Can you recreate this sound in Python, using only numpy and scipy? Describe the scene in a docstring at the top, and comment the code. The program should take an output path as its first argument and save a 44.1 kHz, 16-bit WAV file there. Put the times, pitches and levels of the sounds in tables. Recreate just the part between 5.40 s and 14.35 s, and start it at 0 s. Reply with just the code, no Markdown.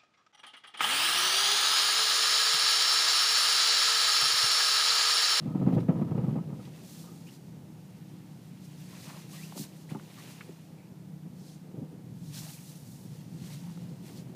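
"""Creeping over snow, inside the car

The wipers park while the tyres crunch through packed ruts and boom in the body shell; then the tyres
roll softly under the hum of the near-idling engine. The driver turns: the wheel rim hisses through
the palms, with small squeaks, pats and knocks of the hands, over the faint air of the heater."""
import sys
import numpy as np
from scipy import signal
from scipy.fft import rfft, irfft
from scipy.io import wavfile
from scipy.ndimage import uniform_filter1d

SR = 44100
rng = np.random.default_rng(int(sys.argv[2]) if len(sys.argv) > 2 else 0)


def int16_out(signal):
    """Quantize to a 16-bit WAV file."""
    q = np.round(np.clip(np.atleast_2d(signal).T, -1, 1) * 32767)
    wavfile.write(sys.argv[1], SR, q.astype(np.int16))


N = 394694
T = np.arange(N) / SR
TOP_HZ = 15350

# resonances of the body panels and cabin air: (centre [Hz], width [Hz], lift [dB])
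PANELS = [(70.6, 20, 7.5), (116.3, 13.7, 4), (164, 59, 1.5), (255, 45, 2), (362.5, 11, 1), (503, 66, 4.5),
          (636, 39, 3), (777, 73, 4), (900, 30, 2.5)]


def undb(db):
    """Decibels to gain."""
    return 10 ** (np.asarray(db) / 20)


def unit(x):
    """Scale to rms 1."""
    return x / np.sqrt(np.mean(x ** 2))


def curve(rows, column=1):
    """One column of a table, joined by straight lines in time."""
    rows = np.asarray(rows)
    return np.interp(T, rows[:, 0], rows[:, column])


def add(out, start, x):
    """Mix x into out at start seconds."""
    i = max(int(start * SR), 0)
    out[i:i + len(x)] += x[:N - i]


def wander(rate_hz):
    """Smooth random drift, spread near 1."""
    step = int(SR / rate_hz)
    stairs = np.repeat(rng.standard_normal(N // step + 1), step)
    return 1.06 * uniform_filter1d(stairs, step)[:N]


def response(spectrum, peaks=(), size=16384):
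    """Causal impulse response of a smooth spectrum with resonances on top."""
    freqs = np.maximum(np.arange(size // 2 + 1) * SR / size, 1)
    hz, db = np.transpose(spectrum)
    db = np.interp(np.log(freqs), np.log(hz), db)
    for centre, width, lift in peaks:
        db = db + lift / (1 + (2 * (freqs - centre) / width) ** 2)
    cepstrum = irfft(np.log(undb(db)))
    cepstrum[1:size // 2] *= 2  # fold to minimum phase
    cepstrum[size // 2 + 1:] = 0
    return irfft(np.exp(rfft(cepstrum)))[:size // 2]


def colour(x, spectrum, peaks=()):
    """Shape x with a spectrum and its resonances; rms 1."""
    return unit(signal.fftconvolve(x, response(spectrum, peaks))[:N])


def grains(per_second, spread_db):
    """Random tiny clicks; a positive spread makes a few stand out, a negative one sinks a few."""
    size = undb(spread_db * np.minimum(rng.exponential(size=N), 4))
    return (rng.random(N) < per_second / SR) * rng.standard_normal(N) * size


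def steady(x, span_s):
    """Even out the swells of x that are slower than span_s."""
    return x / np.sqrt(uniform_filter1d(x ** 2, int(span_s * SR)) + 1e-9)


def heater():
    """A smooth, faint bed of air from the vents."""
    # vent air: (frequency [Hz], relative level [dB])
    air = [(100, -4.5), (400, 9.5), (650, 9), (890, 11), (1080, 4), (2000, 0.5), (3200, -1.5), (5000, -3),
           (8000, -5), (12000, -6), (15000, -7)]
    return colour(rng.standard_normal(N), air) * undb(-63.5)


def wipers():
    """Rubber blades swish over wet glass and scuff as they come to rest."""
    # rubber on wet glass: (frequency [Hz], relative level [dB])
    wet_glass = [(600, -17), (1900, -1), (3000, -1), (4500, -5), (7000, -14), (14000, -19)]
    # envelope of the last sweep: (time [s], level [dB])
    sweep = [(0, -64), (.06, -62.5), (.15, -75), (.325, -75), (.35, -54), (.375, -73), (.405, -56.5),
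             (.46, -83), (.6, -100)]
    return colour(grains(6500, spread_db=-3.0), wet_glass) * undb(curve(sweep))


def engine():
    """Firing harmonics swell where they cross the cabin's booms and beat into a throb."""
    # engine speed: (time [s], firing rate [Hz])
    firing = [(0, 36.5), (.8, 30.38), (1.2, 31.4), (1.78, 34.25), (2.4, 30.99), (3.6, 29.6), (4.0, 31.27),
              (5.15, 32.44), (5.95, 30.38), (6.5, 30.88), (7.0, 29.37), (7.75, 29), (8.1, 34.3),
              (8.5, 35.58), (8.95, 35.11)]
    # harmonics of the hum: (multiple of the firing rate, relative level [dB])
    orders = [(3, -16.5), (4, -13.5), (5, 1.5), (6, -0.5), (7, -12), (8, -14.5), (9, -18), (10, -12.5),
              (12, -31)]
    # air resonances of the cabin: (centre [Hz], width [Hz], lift [dB])
    cabin = [(170.4, 62, 5), (297, 42, 7)]
    # envelope of the hum: (time [s], level [dB])
    hum_level = [(0, -50), (1.7, -49), (2.3, -51.5), (3.3, -48), (4.4, -50), (4.9, -52), (5.45, -52.5),
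                 (5.8, -47), (6.2, -49.5), (7.2, -52.5), (8.1, -48.5), (8.95, -49.5)]
    firing_hz = curve(firing) * (1 + 0.00447 * wander(12))
    phase = 2 * np.pi * np.cumsum(firing_hz) / SR
    hum = 0
    for order, db in orders:
        hz = order * firing_hz
        boom_db = sum(lift / (1 + (2 * (hz - centre) / width) ** 2) for centre, width, lift in cabin)
        gain = undb(db + boom_db + 2.4 * wander(6.1))
        hum = hum + gain * np.sin(order * phase + 2 * np.pi * rng.random())
    return unit(hum) * undb(curve(hum_level))


def stroke(start, attack, hold, release, edge_db=11):
    """Gain of a palm gathering speed, sliding and slowing; it moves edge_db per attack or release."""
    outside = np.maximum(start - T, 0) / attack + np.maximum(T - start - hold, 0) / release
    return undb(-edge_db * np.minimum(outside, 10))


def slips(low_hz=2689, high_hz=8010, cycles=39, spread_db=14, count=1200):
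    """Ridges of skin catch and let go: a scatter of very short pips; rms 1."""
    out = np.zeros(N)
    for when, pitch, size in rng.random((count, 3)):
        hz = low_hz * (high_hz / low_hz) ** pitch
        n = int(cycles * SR / hz)
        pip = np.sin(2 * np.pi * hz * T[:n]) * np.hanning(n)
        add(out, when * T[-1], pip * undb(spread_db * size))
    return unit(out)


def sliding_palms(slip_db=-12):
    """The rim runs through the palms: friction hiss, a fine top and a coarser rasp under a firm grip."""
    # palm strokes along the rim, levels ahead of the layer trims: (full speed at [s], attack [s],
    # hold [s], release [s], hiss [dB], rasp [dB], fine top against the hiss [dB])
    strokes = [(1.246, 0.16, 0.072, 0.2, -65.5, -66, -6), (1.508, 0.18, 0.049, 0.3, -56.5, -66.5, 0),
               (1.875, 0.031, 0.062, 0.062, -63, -73, -3), (2.59, 0.72, 0.46, 0.22, -71, -73, -0.5),
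               (3.61, 0.37, 0.16, 0.24, -56, -60, -1.5), (3.933, 0.043, 0.015, 0.35, -52.5, -58, 1),
               (4.171, 0.014, 0.067, 0.022, -48.5, -63.5, 1.5),
               (4.501, 0.019, 0.008, .053, -57.5, -59.5, 0.5), (4.778, 0.26, 0.16, 0.25, -58, -61.5, -0.5),
               (6.035, .081, 0.059, 0.095, -60, -84, -6), (6.854, 0.1, 0.048, .05, -60.5, -82, -1),
               (6.946, 0.036, 0.042, 0.18, -48, -58.5, -2.5), (7.055, 0.11, 0.056, 0.3, -65.5, -68, 13.5),
               (7.298, 0.068, 0.026, 0.15, -58.5, -71, -1), (7.504, 0.15, 0.072, 0.19, -61.5, -86, 4),
               (7.715, 0.13, 0.074, 0.24, -62.5, -72.5, -3), (8.077, 0.12, .06, 0.11, -54, -62, -2.5),
               (8.235, 0.075, .02, 0.48, -62.5, -65, -2), (8.665, 0.047, 0.032, .15, -61, -65.5, 2.5),
               (8.775, 0.028, 0.02, 0.02, -57, -69, -10)]
    # palm hiss, its fine top and the grip's rasp, each: (frequency [Hz], relative level [dB])
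    hiss_tone = [(300, -23), (1000, -26), (2500, -9), (4200, 2), (6300, 0), (9000, -5), (12000, -10.5),
                 (15000, -16)]
    fine_tone = [(3000, -19), (6000, -1.5), (9000, 0), (12000, -2), (15500, -2.5)]
    rasp_tone = [(300, -25), (600, -1), (1000, -4.5), (1500, -6), (2500, -1.5), (4000, -6), (9000, -39)]
    # resonances of the wheel under a rubbing hand: (centre [Hz], width [Hz], lift [dB])
    rim = [(960, 410, 2.5), (1870, 300, 3), (2780, 140, 2.5)]
    hiss_power = rasp_power = fine_power = 0
    for start, attack, hold, release, hiss_db, rasp_db, fine_db in strokes:
        power = stroke(start, attack, hold, release) ** 2
        hiss_power += power * undb(hiss_db) ** 2
        rasp_power += power * undb(rasp_db) ** 2
        fine_power += power * undb(hiss_db + fine_db) ** 2
    friction = colour(grains(14000, spread_db=1.0), hiss_tone) + slips() * undb(slip_db)
    hiss = friction * np.sqrt(hiss_power) * undb(-1.6)
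    fine = colour(grains(30000, spread_db=-2.5), fine_tone) * np.sqrt(fine_power) * undb(-1.5)
    rasp = colour(grains(5000, spread_db=0.0), rasp_tone, rim) * np.sqrt(rasp_power) * undb(2.5)
    hiss_flutter = undb(1.43 * wander(18) + wander(45))
    rasp_flutter = undb(1.96 * wander(35))
    return (hiss + fine) * hiss_flutter + rasp * rasp_flutter


def squeaks(overtone_db=-12, chatter_db=4.0):
    """Skin sticks and slips on the rim: gliding chirps when slips are even, scrapes when they scatter."""
    # rubs: (time [s], length [s], start pitch [Hz], end pitch [Hz], level [dB], pitch scatter [share])
    rubs = [(1.858, 0.05, 2510, 3030, -60.5, .1), (3.525, 0.029, 984, 1140, -60, .14),
            (3.65, 0.11, 1050, 1090, -56.5, 0.2), (3.689, 0.038, 1730, 1900, -61, 0.13),
            (3.718, 0.089, 1034, 844, -58.5, 0.25), (3.922, 0.052, 960, 1400, -63, .08),
            (3.97, 0.048, 1856, 2090, -60, .045), (4.007, 0.052, 2100, 2900, -57, 0.045),
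            (4.488, 0.024, 1798, 3380, -59.5, .05), (4.758, 0.089, 1190, 993, -61.5, .12),
            (4.775, 0.059, 2000, 1750, -63, .07), (5.355, 0.14, 2317, 2490, -72, 0.099),
            (6.955, .035, 1780, 1550, -63, 0.081), (7.0, .13, 780, 622, -60.5, 0.31),
            (7.085, 0.02, 2770, 3240, -61, 0.07), (7.13, 0.026, 2450, 2400, -66, .07),
            (7.17, .03, 2500, 2770, -64, .08), (8.22, .12, 803, 1078, -64, 0.19)]
    out = np.zeros(N)
    for start, length, start_hz, end_hz, db, scatter in rubs:
        n = int(length * SR)
        hz = np.geomspace(start_hz, end_hz, n) * (1 + scatter * wander(900)[:n])
        phase = 2 * np.pi * np.cumsum(hz) / SR
        tone = np.sin(phase) + undb(overtone_db) * np.sin(2 * phase)
        grip = np.sin(np.linspace(0, np.pi, n)) * undb(chatter_db * wander(256)[:n])
        add(out, start, unit(tone * grip) * undb(db))
    return out


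def pats():
    """Skin slaps and fingers tick on the rim, each a short flurry in one damped resonance of the wheel."""
    # soft contacts: (time [s], peak [dB], centre [Hz], nominal width [Hz], decay [s])
    contacts = [(1.253, -47.5, 3500, 2200, .006), (1.64, -50.5, 950, 400, 0.017),
                (4.123, -40, 850, 519, 0.0038), (4.155, -42, 560, 450, 0.016),
                (4.175, -39.5, 800, 900, 0.0038), (4.499, -49, 9700, 2200, .006),
                (4.508, -42.5, 645, 700, 0.018), (4.547, -37, 870, 520, 0.017),
                (4.597, -44, 1500, 1300, 0.0024), (5.008, -39, 2350, 700, 0.0059),
                (5.008, -37, 1507, 1000, 0.0082), (5.092, -37, 368, 201, 0.0052),
                (7.363, -52, 10300, 1100, .005), (8.374, -45, 951, 700, .0025),
                (8.47, -59, 10200, 800, 0.0061)]
    t = T[:SR // 8]
    out = np.zeros(N)
    for start, db, hz, width, decay in contacts:
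        b, a = signal.iirpeak(hz, hz / (0.9 * width), fs=SR)
        flurry = rng.standard_normal(len(t)) * np.exp(-t / decay)
        pat = signal.lfilter(b, a, signal.lfilter(b, a, flurry))
        add(out, start, pat / np.abs(pat).max() * undb(db))
    return out


def knocks(damping_slope=0.36, radiates_above_hz=135):
    """The heel of the hand rings the wheel's modes; the thin rim radiates no deep bass."""
    # hand blows: (time [s], peak [dB], contact time [s], t60 of the lowest mode [s])
    blows = [(4.162, -33, 0.00064, .07), (4.174, -37, 0.00024, .05), (4.191, -30.5, 0.001, 0.11),
             (4.205, -34.5, .0008, .11), (4.513, -27.5, 0.0016, 0.073), (4.546, -29, 0.0004, 0.14),
             (4.561, -36, 0.00051, 0.12), (8.373, -38.5, .0003, .03)]
    # modes of the wheel on its column: (frequency [Hz], relative level [dB])
    modes = [(148, -1), (212, -0.5), (285, -0.5), (385, -3), (540, -10), (720, -10), (950, -6)]
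    t = T[:SR // 5]
    low_cut = signal.butter(5, radiates_above_hz, "high", fs=SR, output="sos")
    out = np.zeros(N)
    for start, db, contact, t60 in blows:
        ring = 0
        for k, (hz, mode_db) in enumerate(modes):
            damping = (hz / modes[0][0]) ** damping_slope  # higher modes die first
            fade = np.exp(-np.log(1000) * t / t60 * damping)
            ring = ring + (-1) ** k * undb(mode_db) * fade * np.sin(2 * np.pi * hz * t)
        push = t / contact * np.exp(-t / contact)  # a longer contact is duller
        knock = signal.sosfilt(low_cut, signal.fftconvolve(push, ring))
        add(out, start, knock / np.abs(knock).max() * undb(db))
    return out


def tyres():
    """Snow packs under the treads: a low rumble and a grainy crunch, both through the body panels."""
    # snow, rutted and then smooth, ahead of the layer trims: (time [s], rumble [dB], crunch [dB])
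    road = [(0, -38.5, -53.5), (.25, -29, -42), (.39, -30.5, -40.5), (.455, -33, -47), (.52, -32, -43),
            (.68, -36, -47), (.9, -29.5, -44), (1.05, -40, -52.5), (1.4, -48, -57.5), (3.0, -48.5, -62.5),
            (4.3, -52, -59), (5.48, -53, -62.5), (5.68, -46.5, -63), (6.15, -51.5, -59), (6.55, -49, -57),
            (6.85, -41, -67), (7.25, -48.5, -62), (7.85, -43, -60), (8.35, -42, -62), (8.65, -46, -56),
            (8.95, -41.5, -54.5)]
    # rumble and crunch of packing snow, each: (frequency [Hz], relative level [dB])
    rumble_tone = [(25, -30), (50, -33.5), (70, -29), (95, -14.5), (120, -4.5), (160, 0), (200, -5),
                   (250, -14), (350, -26.5), (600, -37.5), (1500, -70)]
    crunch_tone = [(100, -17.5), (230, 4), (320, 4.5), (420, -1.5), (600, -9), (850, -15), (1100, -19.5),
                   (1500, -25), (3000, -30.5), (8000, -45.5)]
    rumble = steady(colour(grains(1500, spread_db=3), rumble_tone, PANELS), span_s=0.11)
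    crunch = steady(colour(grains(3500, spread_db=0.5), crunch_tone, PANELS), span_s=0.084)
    rumble *= undb(curve(road, column=1) - 1.0)
    crunch *= undb(curve(road, column=2) + 2.5)
    lumps = undb(1.56 * wander(22))  # uneven snow loads and unloads the tyres
    return lumps * (rumble + crunch)


def jolt(rise_s, path):
    """A crumble that swells and dies away, heard through one path of the car; peak 1."""
    t = T[:SR // 8]
    load = (t / rise_s * np.exp(-t / rise_s)) ** 2
    burst = signal.fftconvolve(load * rng.standard_normal(len(t)), path)
    return burst / np.abs(burst).max()


def ruts(fast_top_hz=8000, slowing_s=2.25, grit_stretch=1.51, rattle_growth=0.51, rattle_scatter_db=2):
    """Ridges of packed snow give way, each a thud in the body with grit and a rattle on top."""
    # ridges under the tyres: (time [s], thud peak [dB], grit against the thud [dB], crumble rise [s])
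    ridges = [(.012, -37, -12, 0.01), (.05, -23.5, -15, .012), (.092, -29, -13, 0.011),
              (.143, -18, -11.5, 0.0099), (.207, -19, -14, 0.0099), (.256, -13, -12.5, 0.015),
              (.322, -18, -12, 0.006), (.362, -16, -17, 0.0058), (.37, -24.5, 1, 0.0077),
              (.42, -29, -12, 0.0055), (.478, -15, -5.5, 0.0094), (0.509, -23, -12, 0.0096),
              (.545, -24.5, -9.5, 0.011), (.591, -22, -11, 0.0047), (.61, -18, -14, 0.0065),
              (.664, -29.5, -9, 0.0098), (.703, -22.5, -6.5, 0.008), (.743, -23, -12, 0.0065),
              (.774, -22.5, -7, 0.0057), (.795, -27.5, -10, 0.0065), (.83, -22.5, -8.5, 0.007),
              (.87, -23, -18, 0.012), (.902, -29, -17, .008), (.95, -21.5, -10.5, 0.0082),
              (.976, -29.5, -6, 0.0055), (1.003, -29, -22, 0.0059), (1.08, -33.5, -6, 0.014),
              (1.121, -28, -13, 0.0077), (1.188, -30.5, -13, 0.0043), (1.265, -35.5, -11, 0.0064),
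              (1.65, -49, -1, 0.022), (5.85, -35.5, -26, 0.009), (6.333, -37, -2, 0.007),
              (6.364, -31, -4.5, 0.012), (6.413, -27.5, -14.5, 0.012), (6.505, -39.5, -3, 0.017),
              (7.58, -39, -26, 0.014)]
    # body thud, crumbling snow muffled by the floor and a loose panel's buzz,
    # each: (frequency [Hz], relative level [dB])
    thud_tone = [(30, -63), (60, -35), (95, -17.5), (130, 1.5), (180, 3.5), (260, -3), (360, -16),
                 (600, -29.5), (950, -34.5), (1500, -53), (4000, -89)]
    grit_tone = [(100, -12.5), (230, -5), (320, 7.5), (420, 1), (600, -6.5), (900, -12.5), (1250, -22),
                 (1500, -29), (1950, -26.5), (3000, -35), (8000, -78)]
    rattle_tone = [(900, -31), (1190, -9.5), (1270, -2), (1320, -13), (1450, -24.5), (2500, -45)]
    # trim that rings only when a rut jolts it: (centre [Hz], width [Hz], lift [dB])
    trim = [(930, 27, 3.5), (976, 27, 9.5), (1150, 50, 3)]
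    body = response(thud_tone, PANELS + trim)
    floor = response(grit_tone, PANELS + trim)
    loose_panel = response(rattle_tone)
    out = np.zeros(N)
    for start, db, grit_db, rise in ridges:
        top_hz = fast_top_hz * np.exp(-start / slowing_s)  # grit and rattle dull as the car slows
        soften = signal.butter(2, top_hz, fs=SR, output="sos")
        grit_rise = rise * grit_stretch  # loose snow crumbles on after the thud
        thud = jolt(rise, body) * undb(db)
        grit = jolt(grit_rise, signal.sosfilt(soften, floor)) * undb(db + grit_db)
        catch_db = rattle_scatter_db * rng.standard_normal()  # the panel catches anew in every rut
        rattle_gain = undb(-31.5 + rattle_growth * (db + grit_db) + catch_db)
        rattle = signal.sosfilt(soften, jolt(grit_rise, loose_panel)) * rattle_gain
        add(out, start, thud + grit + rattle)
    return out


def scene():
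    """The mono mix from the driver's seat."""
    car = engine() + tyres() + ruts() + wipers()
    hands = sliding_palms() + pats() + knocks() + squeaks()
    return (car + hands + heater())[None]


def record(dry, low_cut_hz=48):
    """The microphone drops the deepest bass, and the top is cut steeply."""
    low_cut = signal.butter(2, low_cut_hz, "high", fs=SR, output="sos")
    high_cut = signal.ellip(12, .2, 70, TOP_HZ, fs=SR, output="sos")
    return signal.sosfilt(high_cut, signal.sosfilt(low_cut, dry))


dry = scene()
out = record(dry)
int16_out(out)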